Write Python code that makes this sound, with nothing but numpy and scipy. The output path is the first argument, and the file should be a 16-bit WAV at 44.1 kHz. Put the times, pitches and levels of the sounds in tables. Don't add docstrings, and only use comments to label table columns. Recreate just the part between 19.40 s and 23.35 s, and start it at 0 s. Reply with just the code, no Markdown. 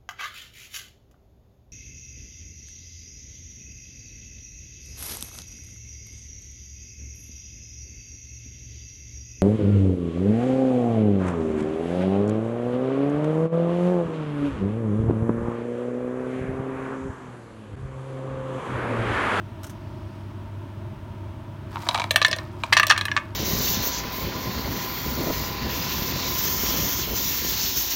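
import sys
import numpy as np
from scipy import signal
from scipy.fft import rfft, irfft
from scipy.io import wavfile

SR = 44100
rng = np.random.default_rng(int(sys.argv[2]) if len(sys.argv) > 2 else 0)


def wav_out(sig):
    wavfile.write(sys.argv[1], SR, np.round(np.clip(np.atleast_2d(sig).T, -1, 1) * 32767).astype(np.int16))


N = 174195

# pitch_hz, level_rms_db (before the waver)
HUM_LINES = [(99.8, -39.5), (46.3, -60.5), (135.2, -55.5), (213.3, -56)]
# frequency_hz, relative_level_db
AIR_COLOUR = [(22, -25), (38, -11), (52, -3), (90, 4.5), (140, 2.5), (168, -6.5), (210, -2.5), (260, -7.5),
              (350, -2), (420, -15.5), (490, -25), (635, -6), (740, -24), (930, -10), (1120, -19.5),
              (1350, -20), (2000, -27), (3200, -29.5), (4500, -38.5), (6000, -41), (7500, -46.5),
              (9000, -45), (10500, -49), (15500, -46.5)]
# middle_s, length_s, centre_hz, rms_at_crest_db
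SIZZLES = [(0.596, 1, 4760, -67.5), (.752, .35, 9200, -77)]
# start_s, onset_rms_db, t60_s
CRACKLES = [(.233, -37.5, 0.028), (0.2403, -38.5, 0.025), (0.2433, -36, 0.05), (0.2668, -42, 0.07),
            (0.2964, -42.5, 0.025), (0.3, -44.5, 0.076)]
# frequency_hz, relative_level_db
CRACKLE_COLOUR = [(700, 1), (1350, 15.5), (2000, 0), (3100, 8), (4600, 1), (5800, 11), (7500, 3), (9000, 6),
                  (10300, -1), (12000, 4), (15500, -2)]
# time_s, level_db
RUSTLE_LEVEL = [(2.28, -69), (2.32, -47), (2.45, -40.5), (2.58, -39), (2.68, -48), (2.87, -68),
                (2.99, -43.5), (3.08, -55), (3.169, -54), (3.22, -46.5), (3.3, -47.5), (3.5, -61),
                (3.7, -45), (3.95, -61)]
# frequency_hz, relative_level_db
RUSTLE_COLOUR = [(480, -7), (1000, 8), (1600, -0.5), (2800, -8.5), (5000, -7.5), (7500, -18.5), (9000, -19),
                 (10400, -23), (12500, -19.5), (16000, -22)]
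# low_hz, high_hz
REGISTERS_HZ = [(500, 800), (850, 2800), (2800, 7500), (7500, 16500)]
KNOCK_T60_S = [0.035, 0.021, 0.032, 0.041]
# start_s, thud_db, ring_db, clack_db, top_db, length_ratio (1 = free knock)
TUMBLES = [(2.3583, -50, -28.5, -44, -70, 0.2), (2.369, -42, -30.5, -57, -82, 0.75),
           (2.434, -44, -37, -49, -62, 0.63), (2.467, -32.5, -31.5, -44, -51, 1.4),
           (2.4884, -26.5, -21, -17.5, -34, 0.8), (2.511, -36, -35, -34, -56, 0.69),
           (2.5454, -40, -26, -27.5, -47, 0.53), (2.5486, -24.5, -22, -28, -39.5, 0.43),
           (2.556, -37, -25.5, -29.5, -45, 1.3), (2.577, -33, -28, -32, -47, 0.51),
           (2.586, -30, -29, -37, -59, 0.47), (2.5979, -30, -26.5, -29, -43, 0.73),
           (2.6016, -40, -26, -32, -58, 1.2), (2.618, -33, -25.5, -31.5, -49, 0.89),
           (2.641, -32, -27, -31.5, -47, 0.69), (3.2359, -30.5, -22.5, -28.5, -43.5, 1.08),
           (3.324, -28, -20, -38, -55, 0.86)]
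# pitch_hz, relative_level_db, t60_s
BOWL_MODES = [(673, 2.5, 0.042), (952.4, 2.5, 0.065), (1050, -9, 0.11), (1240, -5, 0.032),
              (1700, -4.5, 0.016), (2290, 1, 0.019), (3380, -13.5, 0.062), (3970, -16, 0.021)]
# frequency_hz, relative_level_db
BOWL_COLOUR = [(470, -5), (650, 0.5), (1100, 10), (1600, -4), (2600, -2.5), (4100, 0), (7500, -15.5),
               (9000, -20), (10500, -26), (15000, -49)]
# start_s, thud_db, ring_db, clack_db, top_db, clack_hz
LANDINGS = [(2.7083, -26.5, -21.5, -17, -30, 3975), (2.7415, -31.5, -35, -46, -47, 4300),
            (2.7593, -23.5, -11.5, -13.5, -23.5, 4160), (2.777, -39, -29, -51, -59, 2870),
            (2.8163, -26, -15.5, -20.5, -38, 4010), (2.827, -39, -49, -20.5, -47, 4000),
            (2.848, -50, -10, -14, -39, 3500), (2.8645, -47, -39, -32, -35, 5740),
            (2.882, -32, -45, -29, -37.5, 5200), (2.913, -31.5, -32, -25, -39.5, 5100),
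            (2.9295, -34, -21.5, -21.5, -60, 4030), (2.963, -35.5, -55, -39, -41.5, 4560),
            (2.986, -39, -33, -33.5, -57, 4100), (3.3272, -45, -10, -15, -35, 4630),
            (3.333, -59, -13, -16.5, -32.5, 3160), (3.348, -39, -38, -35, -55, 3920),
            (3.368, -39, -10.5, -16, -34, 5670), (3.375, -44, -18, -17.5, -33, 5880),
            (3.386, -49, -24.5, -25, -52, 2600), (3.3977, -31, -10, -19, -38, 3280),
            (3.4316, -34, -13.5, -24.5, -35, 2840), (3.4685, -33.5, -38, -24, -30, 5600),
            (3.482, -45, -55, -31, -50, 5660), (3.497, -45, -27, -24, -33, 6270),
            (3.5003, -31, -9.5, -14.5, -30, 5460), (3.5097, -41, -9, -13, -31.5, 3300),
            (3.5215, -36, -16.5, -24.5, -47, 2770), (3.563, -58, -25, -38, -63, 2230),
            (3.5772, -45, -23, -24, -35, 4140), (3.59, -56, -31, -38, -56, 2410),
            (3.6108, -55, -24, -22.5, -42, 3970), (3.6535, -46, -24, -26, -35, 3970),
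            (3.6828, -47, -25, -39.5, -67, 2980), (3.7155, -44, -20.5, -30.5, -61, 3030),
            (3.7651, -43, -17, -24.5, -62, 1230), (3.775, -36, -19.5, -31, -66, 2720)]
# pitch_hz, relative_level_db, t60_s
PAN_MODES = [(631, -4, 0.055), (998.4, -16.5, 0.092), (1060, -18.5, 0.06), (1194, -4.5, 0.052),
             (1693, -2, 0.043), (1784, 3.5, 0.041), (2180, -6.5, 0.024), (2278, -13, 0.046),
             (2584, -11, 0.074), (2844, -10.5, 0.035), (3425, -13.5, 0.073), (4006, -5.5, 0.034),
             (4380, -2, 0.017), (5844, -6, 0.022)]
# frequency_hz, relative_level_db
PAN_COLOUR = [(470, -8.5), (630, -0.5), (820, -29), (1200, 2.5), (1400, -5), (1750, 4), (2300, 3),
              (3400, 2.5), (4900, -3), (5800, -9), (7000, -10), (7700, -18.5), (9000, -9.5), (10400, -25.5),
              (12000, -18.5), (15000, -24)]
# start_s, pitch_hz, peak_db
PINGS = [(2.7154, 12000, -13.5), (3.3978, 14750, -11.5), (3.469, 14200, -8)]

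AIR_RMS_DB, HUM_WAVER_RMS, HUM_WAVER_HZ = -38.5, 0.3, 8
SIZZLE_WIDTH_HZ = 1600
GRAINS_PER_S, FLICKER_RMS_DB, FLICKER_HZ = 4000, 2.5, 60

SNAP_DB, KNOCK_DB, CLACK_DB = 16, 1, 4.5
CLACK_T60_S, BOWL_CLACK_HZ = 0.015, 3890
STRIKE_S = 0.008
MODE_SPREAD_DB, BODY_SPREAD_DB, DETUNE_RATIO, DAMPING_SPREAD_LOG = 2.5, 2, 0.013, 0.2
LOADED_FROM_S, SAG_PER_S = 3.45, 0.13
ECHO_S, ECHO_SPREAD_S, ECHO_CUT_HZ = 0.00277, 0.000416, 5800
PAN_ECHO_DB, BOWL_ECHO_DB = -7.5, -13.5
PING_T60_S = 0.0014

KITCHEN_LOW_T60_S, KITCHEN_TREBLE_T60_S = 0.35, 0.14
KITCHEN_LOW_DB, KITCHEN_TREBLE_DB = -12, -15
KITCHEN_SPLIT_HZ, KITCHEN_BUILD_S = 2470, 0.0036
CLIP_TOP, CUTOFF_HZ = 0.97, 16000


def from_db(db):
    return 10 ** (np.asarray(db) / 20)


def rms_one(x):
    return x / np.sqrt(np.mean(x ** 2) + 1e-20)


def spectrum_gain(points, size):
    hz, db = np.transpose(points)
    bins_hz = np.maximum(np.fft.rfftfreq(size, 1 / SR), 1)
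    return from_db(np.interp(np.log(bins_hz), np.log(hz), db))


def coloured(x, points):
    return rms_one(irfft(rfft(x) * spectrum_gain(points, len(x)), len(x)))


def passed(x, hz, kind, order=3):
    return signal.sosfilt(signal.butter(order, hz, kind, fs=SR, output="sos"), x)


def dying(t, t60_s):
    return np.exp(-np.log(1000) * t / t60_s)


def add(out, start_s, sound):
    i = int(start_s * SR)
    out[i:i + len(sound)] += sound[:len(out) - i]


def slow(hz):
    return rms_one(passed(rng.standard_normal(N), hz, "low", order=2))


def motor():
    t = np.arange(N) / SR
    out = from_db(AIR_RMS_DB) * coloured(rng.standard_normal(N), AIR_COLOUR)
    for hz, rms_db in HUM_LINES:
        waver = 1 + HUM_WAVER_RMS * slow(HUM_WAVER_HZ)
        line = np.sqrt(2) * np.sin(2 * np.pi * (hz * t + rng.random()))
        out += from_db(rms_db) * waver * line
    return out


def rustle():
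    t = np.arange(N) / SR
    hits = rng.random(N) < GRAINS_PER_S / SR
    grains = coloured(hits * rng.standard_normal(N), RUSTLE_COLOUR)
    scrape = np.zeros(N)
    for band_hz in REGISTERS_HZ:
        flicker = from_db(FLICKER_RMS_DB * slow(FLICKER_HZ))
        scrape += passed(grains, band_hz, "band") * flicker
    level_db = np.interp(t, *np.transpose(RUSTLE_LEVEL))
    return rms_one(scrape) * from_db(level_db)


def sizzle():
    out, t = np.zeros(N), np.arange(N) / SR
    for middle_s, length_s, hz, rms_db in SIZZLES:
        swell = np.cos(np.pi * np.clip((t - middle_s) / length_s, -0.5, 0.5))
        band_hz = (hz - SIZZLE_WIDTH_HZ / 2, hz + SIZZLE_WIDTH_HZ / 2)
        hiss = rms_one(passed(rng.standard_normal(N), band_hz, "band", order=2))
        out += from_db(rms_db) * swell * hiss
    return out


def butter_crackle():
    out, t = np.zeros(N), np.arange(SR // 10) / SR
    for start_s, db, t60_s in CRACKLES:
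        burst = coloured(rng.standard_normal(len(t)), CRACKLE_COLOUR)
        add(out, start_s, from_db(db) * dying(t, t60_s) * burst)
    return out


def click(points, size):
    cepstrum = irfft(np.log(spectrum_gain(points, size)), size)
    folded = 2 * cepstrum[:size // 2]
    pulse = irfft(np.exp(rfft(folded, size)), size)
    return pulse / np.linalg.norm(pulse)


def vessel_ring(t, modes, length_ratio, tuning_ratio):
    hz, mode_db, t60_s = np.transpose(modes)[:, :, None]
    sign, force, detune, damping = rng.standard_normal((4, len(modes), 1))
    strength = np.sign(sign) * from_db(mode_db + MODE_SPREAD_DB * force)
    decay = dying(t, length_ratio * t60_s * np.exp(DAMPING_SPREAD_LOG * damping))
    mode_hz = tuning_ratio * hz * (1 + DETUNE_RATIO * detune)
    return (strength * decay * np.sin(2 * np.pi * mode_hz * t)).sum(axis=0)


def echoed(x, lag_s, db):
    i = np.arange(len(x))
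    late = np.interp(i - lag_s * SR, i, x, left=0)
    return x + from_db(db) * passed(late, ECHO_CUT_HZ, "low", order=1)


def knocks(hits, modes, colour, echo_db):
    out, t = np.zeros(N), np.arange(SR // 5) / SR
    snap = from_db(SNAP_DB) * click(colour, len(t))
    for start_s, *levels_db, clack_hz, length_ratio, tuning_ratio in hits:
        ring = vessel_ring(t, modes, length_ratio, tuning_ratio)
        clack = dying(t, length_ratio * CLACK_T60_S) * np.sin(2 * np.pi * clack_hz * t)
        tone = snap + ring + from_db(CLACK_DB) * clack
        body = [(hz, db + BODY_SPREAD_DB * rng.standard_normal()) for hz, db in colour]
        knock = from_db(KNOCK_DB) * coloured(rng.standard_normal(len(t)), body)
        lag_s = ECHO_S + ECHO_SPREAD_S * rng.standard_normal()
        for band_hz, db, t60_s in zip(REGISTERS_HZ, levels_db, KNOCK_T60_S):
            strike = tone + knock * dying(t, length_ratio * t60_s)
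            part = passed(echoed(strike, lag_s, echo_db), band_hz, "band")
            add(out, start_s, from_db(db) * part / np.std(part[:int(STRIKE_S * SR)]))
    return out


def bowl_tumbles():
    hits = [(*row, BOWL_CLACK_HZ, length_ratio, 1) for *row, length_ratio in TUMBLES]
    return knocks(hits, BOWL_MODES, BOWL_COLOUR, BOWL_ECHO_DB)


def pan_landings():
    hits = []
    for row in LANDINGS:
        tuning_ratio = 1 - SAG_PER_S * max(row[0] - LOADED_FROM_S, 0)
        hits.append((*row, 1, tuning_ratio))
    return knocks(hits, PAN_MODES, PAN_COLOUR, PAN_ECHO_DB)


def pings():
    out, t = np.zeros(N), np.arange(SR // 10) / SR
    for start_s, hz, peak_db in PINGS:
        add(out, start_s, from_db(peak_db) * dying(t, PING_T60_S) * np.sin(2 * np.pi * hz * t))
    return out


def kitchen(x):
    t = np.arange(SR // 2) / SR
    response = np.zeros(len(t))
    bands = (("low", KITCHEN_LOW_T60_S, KITCHEN_LOW_DB),
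             ("high", KITCHEN_TREBLE_T60_S, KITCHEN_TREBLE_DB))
    for kind, t60_s, db in bands:
        build = 1 - np.exp(-t / KITCHEN_BUILD_S)
        tail = rng.standard_normal(len(t)) * dying(t, t60_s) * build
        tail /= np.linalg.norm(tail)
        response += from_db(db) * passed(tail, KITCHEN_SPLIT_HZ, kind, order=2)
    return signal.fftconvolve(x, response)[:N]


def scene():
    pan = pan_landings() + pings() + butter_crackle()
    bowl = bowl_tumbles() + rustle()
    close = pan + bowl
    return (close + kitchen(close) + sizzle() + motor())[None]


def record(dry):
    rounded = dry / (1 + (dry / CLIP_TOP) ** 4) ** (1 / 4)
    low_pass = signal.ellip(10, 0.1, 90, CUTOFF_HZ, fs=SR, output="sos")
    return signal.sosfilt(low_pass, rounded)


dry = scene()
out = record(dry)
wav_out(out)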